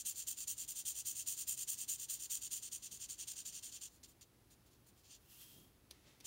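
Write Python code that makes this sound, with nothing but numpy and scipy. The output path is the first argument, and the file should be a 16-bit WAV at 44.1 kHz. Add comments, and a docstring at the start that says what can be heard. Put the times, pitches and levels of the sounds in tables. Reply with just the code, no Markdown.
"""On a stone counter in a quiet room, a felt-tip marker colours in a drawing on a sheet of paper.
The nib scrubs to and fro, about ten strokes a second; its friction snaps paper fibres, and these
impulses excite the resonances of nib and plastic barrel. A few light dabs follow. The sheet is slid
round, hissing and singing by stick and slip, the hand settles on it, and the nib taps down again.
Twice the arm bumps the counter. Ventilation noise, mains hum and a thin whine lie underneath."""
import sys
import numpy as np
from scipy import signal
from scipy.fft import rfft, irfft
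from scipy.io import wavfile
from scipy.ndimage import uniform_filter1d

SR = 44100
rng = np.random.default_rng(int(sys.argv[2]) if len(sys.argv) > 2 else 0)


def unload_wav(signal):
    """Save mono or channel-first audio to the path in sys.argv[1] as 16-bit WAV at rate SR, clipped to [-1, 1]."""
    wavfile.write(
        sys.argv[1],
        SR,
        np.round(np.clip(np.atleast_2d(signal).T, -1, 1) * 32767).astype(np.int16),
    )


N = 276066
TIME = np.arange(N) / SR

# each to-and-fro of the nib: push_start_s, push_length_s, pull_start_s, push_extra_db
SCRUBS = [(-0.14, 0.09, -0.04, 5), (0.047, 0.097, 0.14, 12), (0.262, 0.096, 0.36, 10.5),
          (0.469, 0.087, 0.56, 11.5), (0.674, 0.079, 0.743, 7.5), (0.847, 0.099, 0.937, 11),
          (1.046, 0.108, 1.139, 10), (1.257, 0.12, 1.357, 9.5), (1.465, 0.107, 1.562, 10.5),
          (1.668, 0.107, 1.765, 10.5), (1.874, 0.111, 1.977, 10.5), (2.081, 0.111, 2.184, 10.5),
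          (2.292, 0.117, 2.403, 12.5), (2.503, 0.113, 2.612, 12), (2.71, 0.088, 2.815, 9.5),
          (2.905, 0.094, 2.99, 4.5), (3.083, 0.081, 3.175, 8), (3.267, 0.09, 3.349, 8),
          (3.447, 0.079, 3.515, 9), (3.621, 0.102, 3.711, 7.5), (3.806, 0.089, 3.887, 9.5)]
# hand pressure, easing off until the nib lifts: time_s, relative_level_db, base_tilt_db_per_octave
PRESSURE = [(0, -49, -2), (0.6, -48.6, -2), (1.4, -46.5, -1.3), (2.4, -49.4, -3.3), (2.85, -52.2, -6.3),
            (3.2, -49.7, -7), (3.81, -54.3, -8.6), (3.9, -79, 3)]
# single touches of the nib: start_s, length_s, relative_level_db, base_tilt_db_per_octave
DABS = [(4.029, 0.044, -54.5, -11), (4.068, 0.074, -66.5, 2), (4.208, 0.043, -59, -10),
        (4.499, 0.061, -65.5, 0), (4.658, 0.046, -73, -2), (4.699, 0.083, -74, -10),
        (4.858, 0.062, -68.5, 5), (4.95, 0.092, -72.5, -6), (5.025, 0.096, -67, -20),
        (5.08, 0.11, -57, -17), (6.239, 0.084, -42.5, -4)]
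# friction of felt on paper: frequency_hz, relative_density_db
FRICTION_SPECTRUM = [(400, -27), (700, -31.5), (1500, -14.5), (2250, -13.5), (2650, -3.5), (4000, -2.5),
                     (5400, -8.5), (8000, 0.5), (10500, 0), (12500, 2.3), (15800, 6.5)]
# resonances of nib and barrel: centre_hz, width_hz, lift_db
MARKER_MODES = [(3080, 580, 6.3), (4620, 480, 8.3), (6115, 1590, 15.5), (7160, 780, 13.8), (8820, 1520, 13)]
# whisper of the felt itself: frequency_hz, relative_density_db
FELT_SPECTRUM = [(600, -19), (1200, -16), (2000, -10.5), (3300, -2), (4400, 1), (5400, -1.5), (7500, -17),
                 (10000, -6.5), (15800, -4)]
# ventilation noise: frequency_hz, relative_density_db
AIR_SPECTRUM = [(20, -30.5), (27, -15), (35, -10.5), (52, 4), (90, -0.5), (160, -4.5), (350, -6),
                (500, -13.5), (900, -16), (2000, -21), (4000, -22.5), (8000, -25.5), (15800, -24)]
# tones of mains and electronics: pitch_hz, level_db, waver_hz
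ELECTRIC_TONES = [(120, -80, 0), (10720, -89, 28)]
# bumps of the arm on the counter: centre_s, length_s, level_db
ARM_BUMPS = [(2.935, 0.056, -66.5), (5.597, 0.19, -67.5)]
# the sheet sliding over the stone: time_s, level_db
SLIDE_LEVELS = [(5.2, -76), (5.28, -69.5), (5.31, -60), (5.385, -60.5), (5.42, -54), (5.46, -61),
                (5.53, -61), (5.6, -64.5), (5.68, -72.5), (5.76, -100)]
# hiss of the sliding sheet: frequency_hz, relative_density_db
SLIDE_SPECTRUM = [(500, -29), (1100, -8), (2200, -7.5), (2850, 4), (3800, -0.5), (6500, 1.5), (9000, 0),
                  (12000, 2.5), (15800, 4)]
# the sheet singing, hoarsely at first: time_s, pitch_hz, level_db, pure_share
SQUEAL = [(5.23, 2780, -88, 0), (5.3, 2850, -76, 0), (5.37, 2980, -76, .1), (5.42, 3280, -73, .5),
          (5.5, 3230, -71, .75), (5.6, 3230, -75.5, .8), (5.68, 3220, -82, .7), (5.73, 3220, -92, .7)]
# taps of the nib and ticks of the sheet: start_s, relative_level_db
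TAPS = [(5.3, -60), (5.907, -56), (5.9105, -41.5), (5.921, -58), (6.203, -53), (6.208, -50)]
# colour of a tap: frequency_hz, relative_density_db
TAP_SPECTRUM = [(300, 4), (1200, -5.5), (2200, 2), (3500, 6.5), (4600, 7.5), (6300, 8.5), (7300, -7),
                (8500, 2), (13000, -1), (15800, -6)]
# the side of the hand settling on the paper: time_s, level_db
HAND_LEVELS = [(5.88, -97), (5.93, -71), (6.02, -77), (6.08, -66.5), (6.13, -71.5), (6.19, -77),
               (6.26, -67.5)]
# brush of skin on paper: frequency_hz, relative_density_db
SKIN_SPECTRUM = [(400, 3), (1200, -5), (2100, -3), (3000, -0.5), (4200, -2), (7000, -6), (10000, -14),
                 (15800, -19)]
# resonance of the sheet under the hand: centre_hz, width_hz, lift_db
SHEET_MODES = [(2050, 400, 5)]


def from_db(db):
    """Amplitude grows tenfold with every 20 decibels."""
    return 10 ** (np.asarray(db) / 20)


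def rms_one(x):
    """Normalisation to unit mean power."""
    return x / np.sqrt(np.mean(x ** 2) + 1e-20)


def level_curve(rows):
    """An amplitude envelope through rows of time_s, level_db, silent outside them."""
    s, db = np.transpose(rows)
    return from_db(np.interp(TIME, s, db)) * (TIME > s[0]) * (TIME < s[-1])


def drift(rate_hz):
    """Low-passed noise is a random wander, here of unit rms."""
    lowpass = signal.butter(2, rate_hz, fs=SR, output="sos")
    return rms_one(signal.sosfilt(lowpass, rng.standard_normal(N + SR))[SR:])


def response(spectrum, resonances=(), size=2048):
    """A minimum-phase impulse response of unit energy: resonant peaks on a smooth spectrum."""
    hz = np.maximum(np.arange(size // 2 + 1) * SR / size, 1)
    point_hz, point_db = np.transpose(spectrum)
    db = np.interp(np.log(hz), np.log(point_hz), point_db)
    for centre, width, lift in resonances:
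        db += lift * .5 ** ((2 * (hz - centre) / width) ** 2)
    cepstrum = irfft(np.log(from_db(db)))
    cepstrum[1:size // 2] *= 2  # folded forward: nothing rings before its cause
    cepstrum[size // 2 + 1:] = 0
    impulse = irfft(np.exp(rfft(cepstrum)))
    return impulse / np.sqrt(np.sum(impulse ** 2))


def through(x, impulse):
    """A linear system convolves its input with its impulse response."""
    return signal.fftconvolve(x, impulse)[:N]


def tilted(x, db_per_octave, pivot_hz=6800):
    """A time-varying spectral tilt, from half an octave below the pivot to one octave above."""
    octaves = np.log2(np.maximum(np.fft.rfftfreq(N, 1 / SR), 1) / pivot_hz)
    centres = np.array([-.5, 0, .5, 1])
    spectrum = rfft(x)
    bands = [irfft(spectrum * np.interp(octaves, centres, share), N) for share in np.eye(len(centres))]
    return sum(band * from_db(db_per_octave * octave) for band, octave in zip(bands, centres))


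def ease(share):
    """As in harmonic motion, speed follows a quarter sine from rest to its peak."""
    return np.sin(np.pi / 2 * np.clip(share, 0, 1))


def strokes(rest_s=0.013, flick_s=0.035):
    """Reciprocating motion, then dabs: start_s, length_s, rise_share, fall_share, db, swell_db, tilt."""
    s, level, tilt = np.transpose(PRESSURE)
    pushes = [row[0] for row in SCRUBS]
    next_pushes = pushes[1:] + [pushes[-1] + np.median(np.diff(pushes))]
    for (push, length, pull, extra_db), next_push in zip(SCRUBS, next_pushes):
        # a push is brighter, bites at once and tapers into the turn
        push_db = np.interp(push, s, level) + extra_db
        yield push, length, .235, .51, push_db, -9.6, np.interp(push, s, tilt) + 2
        # a pull gathers weight, stops short and rests
        pull_length = next_push - rest_s - pull
        yield pull, pull_length, .28, .47, np.interp(pull, s, level), 8.2, np.interp(pull, s, tilt)
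    for start, length, db, brightness in DABS:
        rise = np.clip(0.6 * (1 - flick_s / length), .05, .95)  # the shortest dabs strike at once
        yield start, length, rise, 1 - rise, db, 0, brightness


def nib_motion(steepness=1.6, speed_tilt_db=8.0, creep_db=-66.5, trim_db=-0.4, bite_s=0.01):
    """Friction noise grows louder and brighter with sliding speed, which rises and falls each stroke."""
    force, tilt, speed, bite = np.zeros((4, N))
    for start, length, rise, fall, db, swell_db, brightness in strokes():
        on = (TIME > start) & (TIME < start + length)
        travel = (TIME[on] - start) / length
        pace = ease(travel / rise) * ease((1 - travel) / fall)
        drag = from_db(db + trim_db + swell_db * travel) * pace ** steepness
        speed[on] = np.maximum(speed[on], pace)
        force[on] = np.hypot(force[on], drag)
        bite[on] += drag * np.exp(-(TIME[on] - start) / bite_s)
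        tilt[on] = brightness
    tilt += speed_tilt_db * (speed - .85)
    last_pull = SCRUBS[-1][2]
    force += from_db(creep_db) * (TIME < last_pull)  # the nib creeps on through each turn
    return force, uniform_filter1d(tilt, size=256), speed, bite


def fibres(per_s, spread_db, hiss_db):
    """Shot noise of unit rms: paper fibres snap free at random, a few of them hard, over a fine hiss."""
    sizes = from_db(spread_db * np.minimum(rng.exponential(1, N), 4.5))
    snaps = (rng.random(N) < per_s / SR) * sizes * rng.choice([-1, 1], N)
    return rms_one(rms_one(snaps) + from_db(hiss_db) * rng.standard_normal(N))


def marker(grip_db=1.52, roll_db=2.0, felt_db=-38, bite_db=-7):
    """Forced vibration: felt dragging over paper fibres drives the resonances of nib and barrel."""
    force, tilt, speed, bite = nib_motion()
    grip = from_db(grip_db * drift(rate_hz=120))  # the tooth of the paper is uneven
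    snaps = fibres(per_s=2500 + 6000 * speed, spread_db=3.2, hiss_db=3)
    scrape = tilted(snaps * force * grip, tilt)
    # the felt whispers even under a touch too light to ring the barrel, and rasps as it first digs in
    felt = from_db(felt_db) * np.sqrt(force) + from_db(bite_db) * bite
    out = through(rng.standard_normal(N) * felt * grip, response(FELT_SPECTRUM))
    # as the nib rolls in the fingers, neighbouring resonances trade strength
    roll = np.tanh(drift(rate_hz=21))
    for side in (1, -1):
        modes = [(hz, width, lift + side * roll_db * (-1) ** k)
                 for k, (hz, width, lift) in enumerate(MARKER_MODES)]
        out += through(scrape * (1 + side * roll) / 2, response(FRICTION_SPECTRUM, modes))
    return out


def background(air_db=-69.5):
    """The noise floor: broadband ventilation, mains hum and a frequency-modulated electronic whine."""
    out = from_db(air_db) * through(rng.standard_normal(N), response(AIR_SPECTRUM, size=16384))
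    for hz, db, waver_hz in ELECTRIC_TONES:
        phase = 2 * np.pi * np.cumsum(hz + waver_hz * drift(rate_hz=4.4)) / SR
        out += from_db(db) * np.sqrt(2) * np.sin(phase)
    return out


def arm_bumps(band_hz=(55, 300)):
    """Structure-borne sound: the arm shifts its weight and the counter rumbles briefly."""
    bandpass = signal.butter(2, band_hz, "band", fs=SR, output="sos")
    weight = sum(from_db(db) * np.exp(-(2 * (TIME - s) / length) ** 2) for s, length, db in ARM_BUMPS)
    return weight * rms_one(signal.sosfilt(bandpass, rng.standard_normal(N)))


def sheet_slide(rub):
    """Sliding friction of paper on polished stone gives a broadband hiss."""
    return through(rub * level_curve(SLIDE_LEVELS), response(SLIDE_SPECTRUM))


def sheet_squeal(pure_drift_hz=45, hoarse_drift_hz=190):
    """Unsteady stick and slip spreads the sheet's pitch into a narrow and a wide band of noise."""
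    s, hz, db, pure_share = np.transpose(SQUEAL)
    phase = 2 * np.pi * np.cumsum(np.interp(TIME, s, hz)) / SR
    purity = np.interp(TIME, s, pure_share)
    squeal = np.zeros(N)
    for share, rate_hz in ((purity, pure_drift_hz), (1 - purity, hoarse_drift_hz)):
        band = drift(rate_hz) * np.sin(phase) + drift(rate_hz) * np.cos(phase)
        squeal += np.sqrt(share) * band
    return squeal * level_curve(np.column_stack([s, db]))


def taps(slap_decay_s=0.0045, crack_db=11):
    """Impact: a sharp impulse, then the exponentially decaying slap of paper on stone."""
    force = np.zeros(N)
    for start_s, db in TAPS:
        at = int(start_s * SR)
        slap = .5 * rng.standard_normal(N - at) * np.exp(-TIME[:N - at] / slap_decay_s)
        slap[0] = from_db(crack_db)
        force[at:] += from_db(db) * slap
    return through(force, response(TAP_SPECTRUM))


def hand_brush(rub):
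    """Soft friction of skin on paper excites a resonance of the sheet."""
    return through(rub * level_curve(HAND_LEVELS), response(SKIN_SPECTRUM, SHEET_MODES))


def room(x, early_db=-14, early_decay_s=0.0034, tail_db=-20, t60_s=0.32):
    """Early reflections off hand and counter precede a faint reverberation from the walls."""
    t = TIME[:SR // 2]
    early = rng.standard_normal(len(t)) * np.exp(-t / early_decay_s) * (t > .001)
    tail = rng.standard_normal(len(t)) * from_db(-60 * t / t60_s) * (t > .008)
    echoes = from_db(early_db) * early / np.linalg.norm(early)
    echoes += from_db(tail_db) * tail / np.linalg.norm(tail)
    return (x + through(x, echoes)) / np.sqrt(1 + np.sum(echoes ** 2))


def scene():
    """Superposition: all sources add at one point just above the counter."""
    colouring = marker()
    rub = fibres(per_s=6000, spread_db=2.5, hiss_db=0)
    on_paper = colouring + sheet_slide(rub) + sheet_squeal() + taps() + hand_brush(rub)
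    return (room(on_paper) + arm_bumps() + background())[None]


def record(dry, cutoff_hz=15740):
    """Band limiting: an elliptic low-pass cuts the highest treble steeply."""
    return signal.sosfilt(signal.ellip(12, .1, 70, cutoff_hz, fs=SR, output="sos"), dry)


dry = scene()
out = record(dry)
unload_wav(out)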